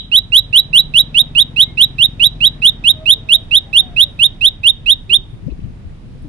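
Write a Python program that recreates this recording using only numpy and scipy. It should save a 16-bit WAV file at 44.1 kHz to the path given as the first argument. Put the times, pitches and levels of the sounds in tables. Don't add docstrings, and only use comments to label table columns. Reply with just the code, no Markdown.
import sys
import numpy as np
from scipy import signal
from scipy.fft import rfft, irfft, next_fast_len
from scipy.io import wavfile
from scipy.ndimage import uniform_filter1d

SR = 44100
rng = np.random.default_rng(int(sys.argv[2]) if len(sys.argv) > 2 else 0)


def volts(x):
    e = np.asarray(x, float) / 20
    return 10 ** e


def wav_out(sig):
    wavfile.write(sys.argv[1], SR, np.round(np.clip(np.atleast_2d(sig).T, -1, 1) * 32767).astype(np.int16))


N = 277246
T = np.arange(N) / SR


def level(x, db):
    return x * volts(db) / np.sqrt(np.mean(x ** 2))


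def shape(x, response):
    size = next_fast_len(x.shape[-1] + SR // 10)
    hz = np.arange(size // 2 + 1) * SR / size + 0.0011
    return irfft(rfft(x, size) * response(hz), size)[..., :x.shape[-1]]


def band(hz, width_hz):
    return lambda f: 1 / (1 + 1j * (f / hz - hz / f) * hz / width_hz)


def walk(rate_hz, size=N):
    hold = int(SR / rate_hz)
    steps = np.repeat(rng.standard_normal(size // hold + 1), hold)
    return 1.3 * uniform_filter1d(uniform_filter1d(steps, hold), hold)[:size]


def note(ms, mid, low_hz, top_hz, db, open_db, shift, hook):
    glide = [(0, -0.15), (.15, 0), (.3, .115), (.45, .21), (.55, .33), (.65, 0.56), (.76, .85), (.88, 0.99),
             (1, 0.85)]
    # share of length, level in dB, how much of the opening level applies 0-1.
    effort = [(0, -22.5, 0.86), (.055, -11.5, 1), (.12, -4, 1), (.35, -2, 0.85), (.58, 2, 0.14),
              (.73, -0.03, 0.14), (.9, 1.5, 0.28), (.96, -3.5, 0.06), (1, -14.5, 0.2)]
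    # multiple of whistle, level in dB, share where it fades.
    partials = [(1.5, -31, 0.35), (2, -54, 0.19), (2.001, -46, 1.6), (3.001, -48.5, 0.65), (3.5, -44, 0.44),
                (4, -53, .3)]
    length = ms * SR / 1000
    share = np.interp(np.arange(int(length)) / length, [0, mid, 1], [0, .62, 1])
    size = len(share)

    rise = np.interp(share, *np.transpose(glide)) - hook * np.clip((share - .87) / 0.15, 0, 1) ** 1.9
    rise = uniform_filter1d(rise, size=150)
    tremor = 1 + 0.0019 * walk(180, size=size) + 0.0017 * walk(45, size=size)
    phase = 2 * np.pi * np.cumsum((low_hz + (top_hz - low_hz) * rise) * tremor) / SR

    at, effort_db, opening = np.transpose(effort)
    at = at + shift * np.sin(np.pi * at) ** 4
    push_db = np.interp(share, at, effort_db + open_db * opening) + 0.95 * walk(150, size=size)
    upper = 0
    for multiple, partial_db, end in partials:
        upper = upper + volts(partial_db) * np.sin(multiple * phase) / (1 + np.exp((share - end) / 0.12))
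    upper_gain = volts(db + np.interp(share, at, effort_db) + walk(200, size=size))
    edge = np.sin(np.pi / 2 * np.clip(np.minimum(share, 1 - share) / 0.025, 0, 1)) ** 2

    breath = shape(rng.standard_normal(size), lambda f: band(3800, 2600)(f) ** 3)
    breath *= volts(-41.0) * (1 + 5.5 * np.exp(-share / 0.04048)) * np.clip(share / 0.0089, 0, 1)
    tone = volts(db + push_db) * np.sin(phase) + upper_gain * upper
    return edge * tone + breath * np.clip(1 - share / .5, 0, 1)


def bird():
    # start in seconds, length in ms, share of length at mid-rise, top in Hz, level in dB.
    song_notes = [(0.1152, 78.5, 0.56, 3964, 2), (0.3195, 80, .56, 3950, 3.5),
                  (0.5267, 77.4, 0.6, 3978, 3.5), (0.7294, 78.6, .61, 3977, 5), (0.9371, 78, 0.58, 3938, 4),
                  (1.143, 76.5, 0.5546, 3845, 2.5), (1.3495, 80.2, 0.55, 3854, 2.5),
                  (1.5607, 82.4, 0.584, 3907, 3), (1.7721, 79.1, 0.587, 3930, 3.5),
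                  (1.982, 81.5, 0.57, 3854, 2.5), (2.195, 80.6, 0.558, 3913, 2.5),
                  (2.404, 79.3, .59, 3913, 1.5), (2.618, 83.3, .53, 3819, 2.5),
                  (2.8381, 79.9, 0.57, 3842, 3), (3.056, 85.2, .56, 3836, 3.5),
                  (3.2866, 77.2, 0.56, 3840, 3.5), (3.5087, 79, 0.5647, 3820, 2.5),
                  (3.7286, 83, 0.56, 3787, 3.5), (3.962, 82.2, 0.56, 3855, 3),
                  (4.1893, 80.6, 0.57, 3820, 3), (4.4085, 81, .57, 3818, 2.54),
                  (4.6322, 79, 0.56, 3764, 2.5), (4.8589, 79.3, 0.54, 3830, 2.5),
                  (5.0938, 78.2, 0.55, 3745, 2.5)]
    earlier_note = (-.083, 78, .59, 3930, 4.0)
    path_ms = [.113, 1.043, 2.177, 3.56, 8.37]
    path_gain = [-0.29, -0.185, -0.15, -0.075, -0.0047]
    # t60 in seconds, level in dB, first arrival in ms.
    garden = [(0.092, -19, 5.2), (.24, -33.5, 25), (0.548, -35, 4.1)]
    lead = 8820
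    song, turned = np.zeros((2, N + lead + SR))
    for s, ms, mid, top_hz, db in [earlier_note] + song_notes:
        fresh = np.exp(-s / 1.3)
        hook = 0.1073 * (1 + max(s / 6.8, 0) ** 3)
        sound = note(ms, mid, 2660 + 120 * fresh, top_hz, db, -6 + 2.57 * fresh, 0.0085 * s, hook)
        span = slice(lead + int(s * SR), lead + int(s * SR) + len(sound))
        song[span] += sound
        swing_db = 2.0 + 2 * np.cos(2 * np.pi * (s - .76) / .92) - 1.36 * s
        late = np.clip(np.linspace(-7.0, 3.0, len(sound)), 0, 1)
        turned[span] += sound * volts(0.82 + swing_db * late)

    def round_case(f):
        paths = sum(g * np.exp(-2j * np.pi * f * ms / 1000) for ms, g in zip(path_ms, path_gain))
        return paths / (1 + (f / 4700) ** 10)

    left = shape(turned, round_case)
    t = np.arange(SR // 2) / SR
    tail = 0
    for t60, db, first_ms in garden:
        decay = volts(-60 * t / t60 + 2.0 * walk(79, size=len(t))) * (t > first_ms / 1000)
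        tail = tail + level(rng.standard_normal((2, len(t))) * decay, db)
    tail = shape(tail, lambda f: (0.58 + 0.64 * band(3850, 700)(f)) / (1 + (f / 7000) ** 4))
    tail /= np.sqrt(len(t))
    echo = signal.fftconvolve(song[None], tail, axes=1)[:, :len(song)] * volts([[-3.0], [0]])
    return (np.array([left, song]) + echo)[:, lead:lead + N]


def bike():
    # time in seconds, level in dB.
    pass_by = [(0, -36), (0.799, -34), (2.299, -32.5), (3.3, -35.5), (4.2, -40.5), (5.25, -41)]
    exhaust = [-16.5, 2.5, -26.5, -3, -3.5, -7, -5.5, -10.5, -15.5, -12.5, -9.5, -14, -22.5, -20, -25.5,
               -33.5]
    # time in seconds, firing rate in Hz.
    firing = [(0, 19.4), (.45, 19.5), (1.0, 21.75), (1.5, 21.85), (2.15, 22.05), (2.5, 20.75), (3.3, 20.6),
              (4.0, 20.3), (6.29, 20.9)]
    # time in seconds, centre in Hz.
    ground_lift = [(.5, 107), (.8, 148), (1.9, 130), (2.5, 148), (3.0, 132), (3.3, 92), (4.0, 102)]
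    step = 21
    t = T[::step]
    hz = np.interp(t, *np.transpose(firing))
    count = np.arange(1, len(exhaust) + 1)[:, None]
    lift_hz = np.interp(t, *np.transpose(ground_lift))
    lift_db = 9.0 * np.exp(-((count * hz - lift_hz) / 16) ** 2)
    lift_db += 5.6 * np.exp(-((count * hz - 255) / 25) ** 2)
    waver_db = 1.8 * np.array([walk(2 * step, size=len(t)) for _ in count])
    phase = count * (2 * np.pi * np.cumsum(hz) * step / SR)
    phase = phase + 0.093 * count ** 2 / 4
    gain = volts(np.array(exhaust)[:, None] + lift_db + waver_db)
    thumps = (gain * np.sin(phase)).sum(axis=0)
    thumps = signal.resample_poly(thumps, step, 1)[:N]
    s, db = np.transpose(pass_by)
    away_db = np.interp(T, s, db) - 11.6 * np.clip(T - s[-1], 0, 2)
    return level(thumps, .4) * volts(away_db + np.array([[1.6], [-1.6]]))


def air():
    # frequency in Hz, density in dB per Hz.
    spectrum = [(15, -30), (25, 6.5), (44, 3.5), (60, -3), (123, -1), (225, -13.5), (278, -18.5),
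                (481, -27.5), (833, -30.5), (975, -38.5), (2310, -36.5), (3160, -41.5), (7500, -58),
                (9250, -50.5), (13000, -76.5)]
    # frequency in Hz, left minus right in dB.
    pan = [(60, -5.5), (110, 1.5), (200, -1.5), (380, -1), (700, 2.5), (1290, -0.5), (2380, 0.5),
           (4400, -9.5), (8120, -10), (15000, -12.5)]
    # time in seconds, swell in dB.
    town = [(0, -55), (1.2, -49), (2.2, -49.5), (3.8, -49.5), (5.0, -55), (6.29, -55)]
    out = 0
    swell_db = np.interp(T, *np.transpose(town)) + 58
    early_share = np.clip((4.5 - T) / 3.0, 0, 1)
    sides = np.array([[1], [-1]])
    for hz in 28 * 2 ** np.arange(0, 8.8, .5):
        noise = rng.standard_normal((2, N))
        mid, side = shape(noise, lambda f: band(hz, hz / 2)(f) ** 2 / (1 + (f / 11500) ** 16))
        table_hz, table_db = np.transpose(spectrum)
        db = np.interp(np.log(hz), np.log(table_hz), table_db)
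        table_hz, table_db = np.transpose(pan)
        pan_db = np.interp(np.log(hz), np.log(table_hz), table_db)
        apart = np.clip(0.079 + hz / 900, 0, 1)
        db = db + swell_db / (1 + (hz / 3000) ** 2 + (250 / hz) ** 2)
        db = db - 1.23 * early_share * (hz < 280) + 1.1 * walk(4.6)
        out = out + volts(db + sides * pan_db / 2) * (mid + apart * side * sides)
    return level(out, -35)


def insects():
    hiss = shape(rng.standard_normal((2, N)), lambda f: band(9200, 1800)(f) ** 2)
    return level(hiss, -74.5) * volts(3.5 * walk(14) + 1.0 * walk(0.68) + np.array([[-10.0], [0]]))


def wind():
    # peak time in seconds, level in dB, rise and fall in seconds.
    gusts = [
        (3.92, -34.5, 0.17),
        (5.46, -27.5, 0.09),
        (5.66, -29, 0.058),
        (5.86, -40, .06),
        (6.2, -32.5, .3),
        (5.2, -41.5, 0.42),
    ]
    # time in seconds, peak in dB, pitch in Hz, length in ms.
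    eddies = [(5.339, -22, 124.7, 20.9), (5.471, -9, 147.6, 11.5), (5.483, -25, 527.5, 8.5),
              (5.489, -16, 256, 12.6), (5.52, -18, 55, 56), (5.524, -21, 340, 5.8), (5.593, -14, 149, 3.48),
              (5.626, -25, 178.4, 17), (5.646, -12.5, 110, 15), (5.66, -23.5, 204, 22),
              (5.685, -23, 70.31, 30), (5.702, -30, 200, 12), (5.858, -19.5, 78.91, 24)]
    gain = volts(-56.5)
    for s, peak_db, spread_s in gusts:
        gain = gain + volts(peak_db) * np.exp(-((T - s) / spread_s) ** 2)
    db = 20 * np.log10(gain)
    ports = []
    for port_db, follow in ((2.0, 1.0), (-5.0, .6)):
        noise = shape(rng.standard_normal(N), lambda f: band(60, 130)(f) / (1 + (f / 260) ** 3))
        ports.append(level(noise, port_db) * volts(-45 + follow * (db + 43.0) + 3.0 * walk(22)))
    for s, peak_db, hz, ms in eddies:
        near = slice(int((s - .05) * SR), int((s + .05) * SR))
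        t = T[near] - s
        swell = volts(peak_db) * np.exp(-(t / (ms / 2000)) ** 2)
        ports[0][near] += swell * np.cos(2 * np.pi * hz * t * (1 + 3.0 * t))
    return np.array(ports)


def fowl():
    # start in seconds, length in seconds, first pitch in Hz, last pitch in Hz, level in dB.
    calls = [
        (1.63, .14, 2150, 2135, -55.5),
        (2.903, 0.2, 618, 643, -46),
        (3.054, 0.193, 432, 464, -49.5),
        (3.079, 0.39, 637.9, 652, -52),
        (3.58, 0.27, 817, 755, -55.5),
        (3.793, 0.2, 774.2, 660, -46),
        (3.978, 0.14, 618.5, 555, -51),
        (5.062, .19, 377.5, 365.6, -45),
        (5.96, 0.2426, 468.3, 500, -56.5),
        (6.241, 0.036, 300, 297, -32),
    ]
    out = np.zeros(N)
    for s, length_s, first_hz, last_hz, db in calls:
        span = slice(int(s * SR), int((s + length_s) * SR))
        size = len(T[span])
        hz = np.linspace(first_hz, last_hz, size) * (1 + 0.0073 * walk(82, size=size))
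        phase = 2 * np.pi * np.cumsum(hz) / SR
        gain = volts(db + 1.5 + 4.0 * walk(36, size=size)) * signal.windows.tukey(size, .6)
        out[span] += gain * (np.sin(phase) + volts(-22) * np.sin(2 * phase))
    t = np.arange(SR // 5) / SR
    yards = level(rng.standard_normal((2, len(t))) * volts(-60 * t / .3), -1.8) / np.sqrt(len(t))
    return out + .6 * signal.fftconvolve(out[None], yards, axes=1)[:, :N]


def perch():
    # start in seconds, level in dB, centre in Hz.
    scuffs = [
        (5.47, -67.5, 5300),
        (5.5, -54.5, 2700),
        (5.51, -64, 4000),
        (5.53, -74, 6000),
        (5.599, -60, 2700),
        (5.64, -63, 2596),
        (5.89, -62, 1845),
        (6.22, -67, 9550),
    ]
    out = np.zeros((2, N))
    t = np.arange(SR // 20) / SR
    for s, db, hz in scuffs:
        burst = shape(rng.standard_normal((2, len(t))), lambda f: band(hz, hz * .3)(f) ** 3)
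        burst *= volts(-60 * t / 0.07463) * np.minimum(t / 0.002568, 1)
        out[:, int(s * SR):int(s * SR) + len(t)] += level(burst, db) * volts([[-4.0], [0]])
    return out


def scene():
    return bird() + bike() + air() + insects() + wind() + fowl() + perch()


def low_pass(x):
    return signal.sosfilt(signal.butter(12, 16770, fs=SR, output="sos"), x)


def record(dry):
    # frequency in Hz, level in dB.
    halo = [(300, -4), (1000, 1.5), (2300, -1.5), (3300, 11), (4400, -0.5), (6000, -2), (8000, 3),
            (11300, -8.5), (12800, -24), (14000, -7), (15300, -4.5)]
    flat = np.clip(signal.resample_poly(dry, 2, 1, axis=1), -.83, .85)
    flat = signal.resample_poly(flat, 1, 2, axis=1)
    loud = np.minimum(uniform_filter1d(np.abs(dry) ** 1.93, size=700, axis=1), 1)
    flat = flat * volts(.5 * loud * np.array([walk(260), walk(320)]))

    f, frames, cells = signal.stft(rng.standard_normal((2, N)), SR, nperseg=512)
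    bands = (np.sqrt(f) / 7).astype(int)
    blocks = np.arange(len(frames)) // 4
    patch_db = -11.0 * rng.exponential(size=(2, bands[-1] + 1, blocks[-1] + 1))[:, bands][:, :, blocks]
    hz, db = np.transpose(halo)
    halo_db = np.interp(np.log(f + 1), np.log(hz), db)[:, None]
    left_dull_db = np.array([12.0, 0])[:, None, None] * (f > 4600)[:, None]
    grain = signal.istft(cells * volts(halo_db + patch_db - left_dull_db), SR)[1][:, :N]
    cut = shape(flat + level(grain, -33.0) * loud, lambda f: np.clip((15900 - f) / 500, 0, 1))
    return low_pass(cut)


dry = scene()
out = record(dry)
wav_out(out)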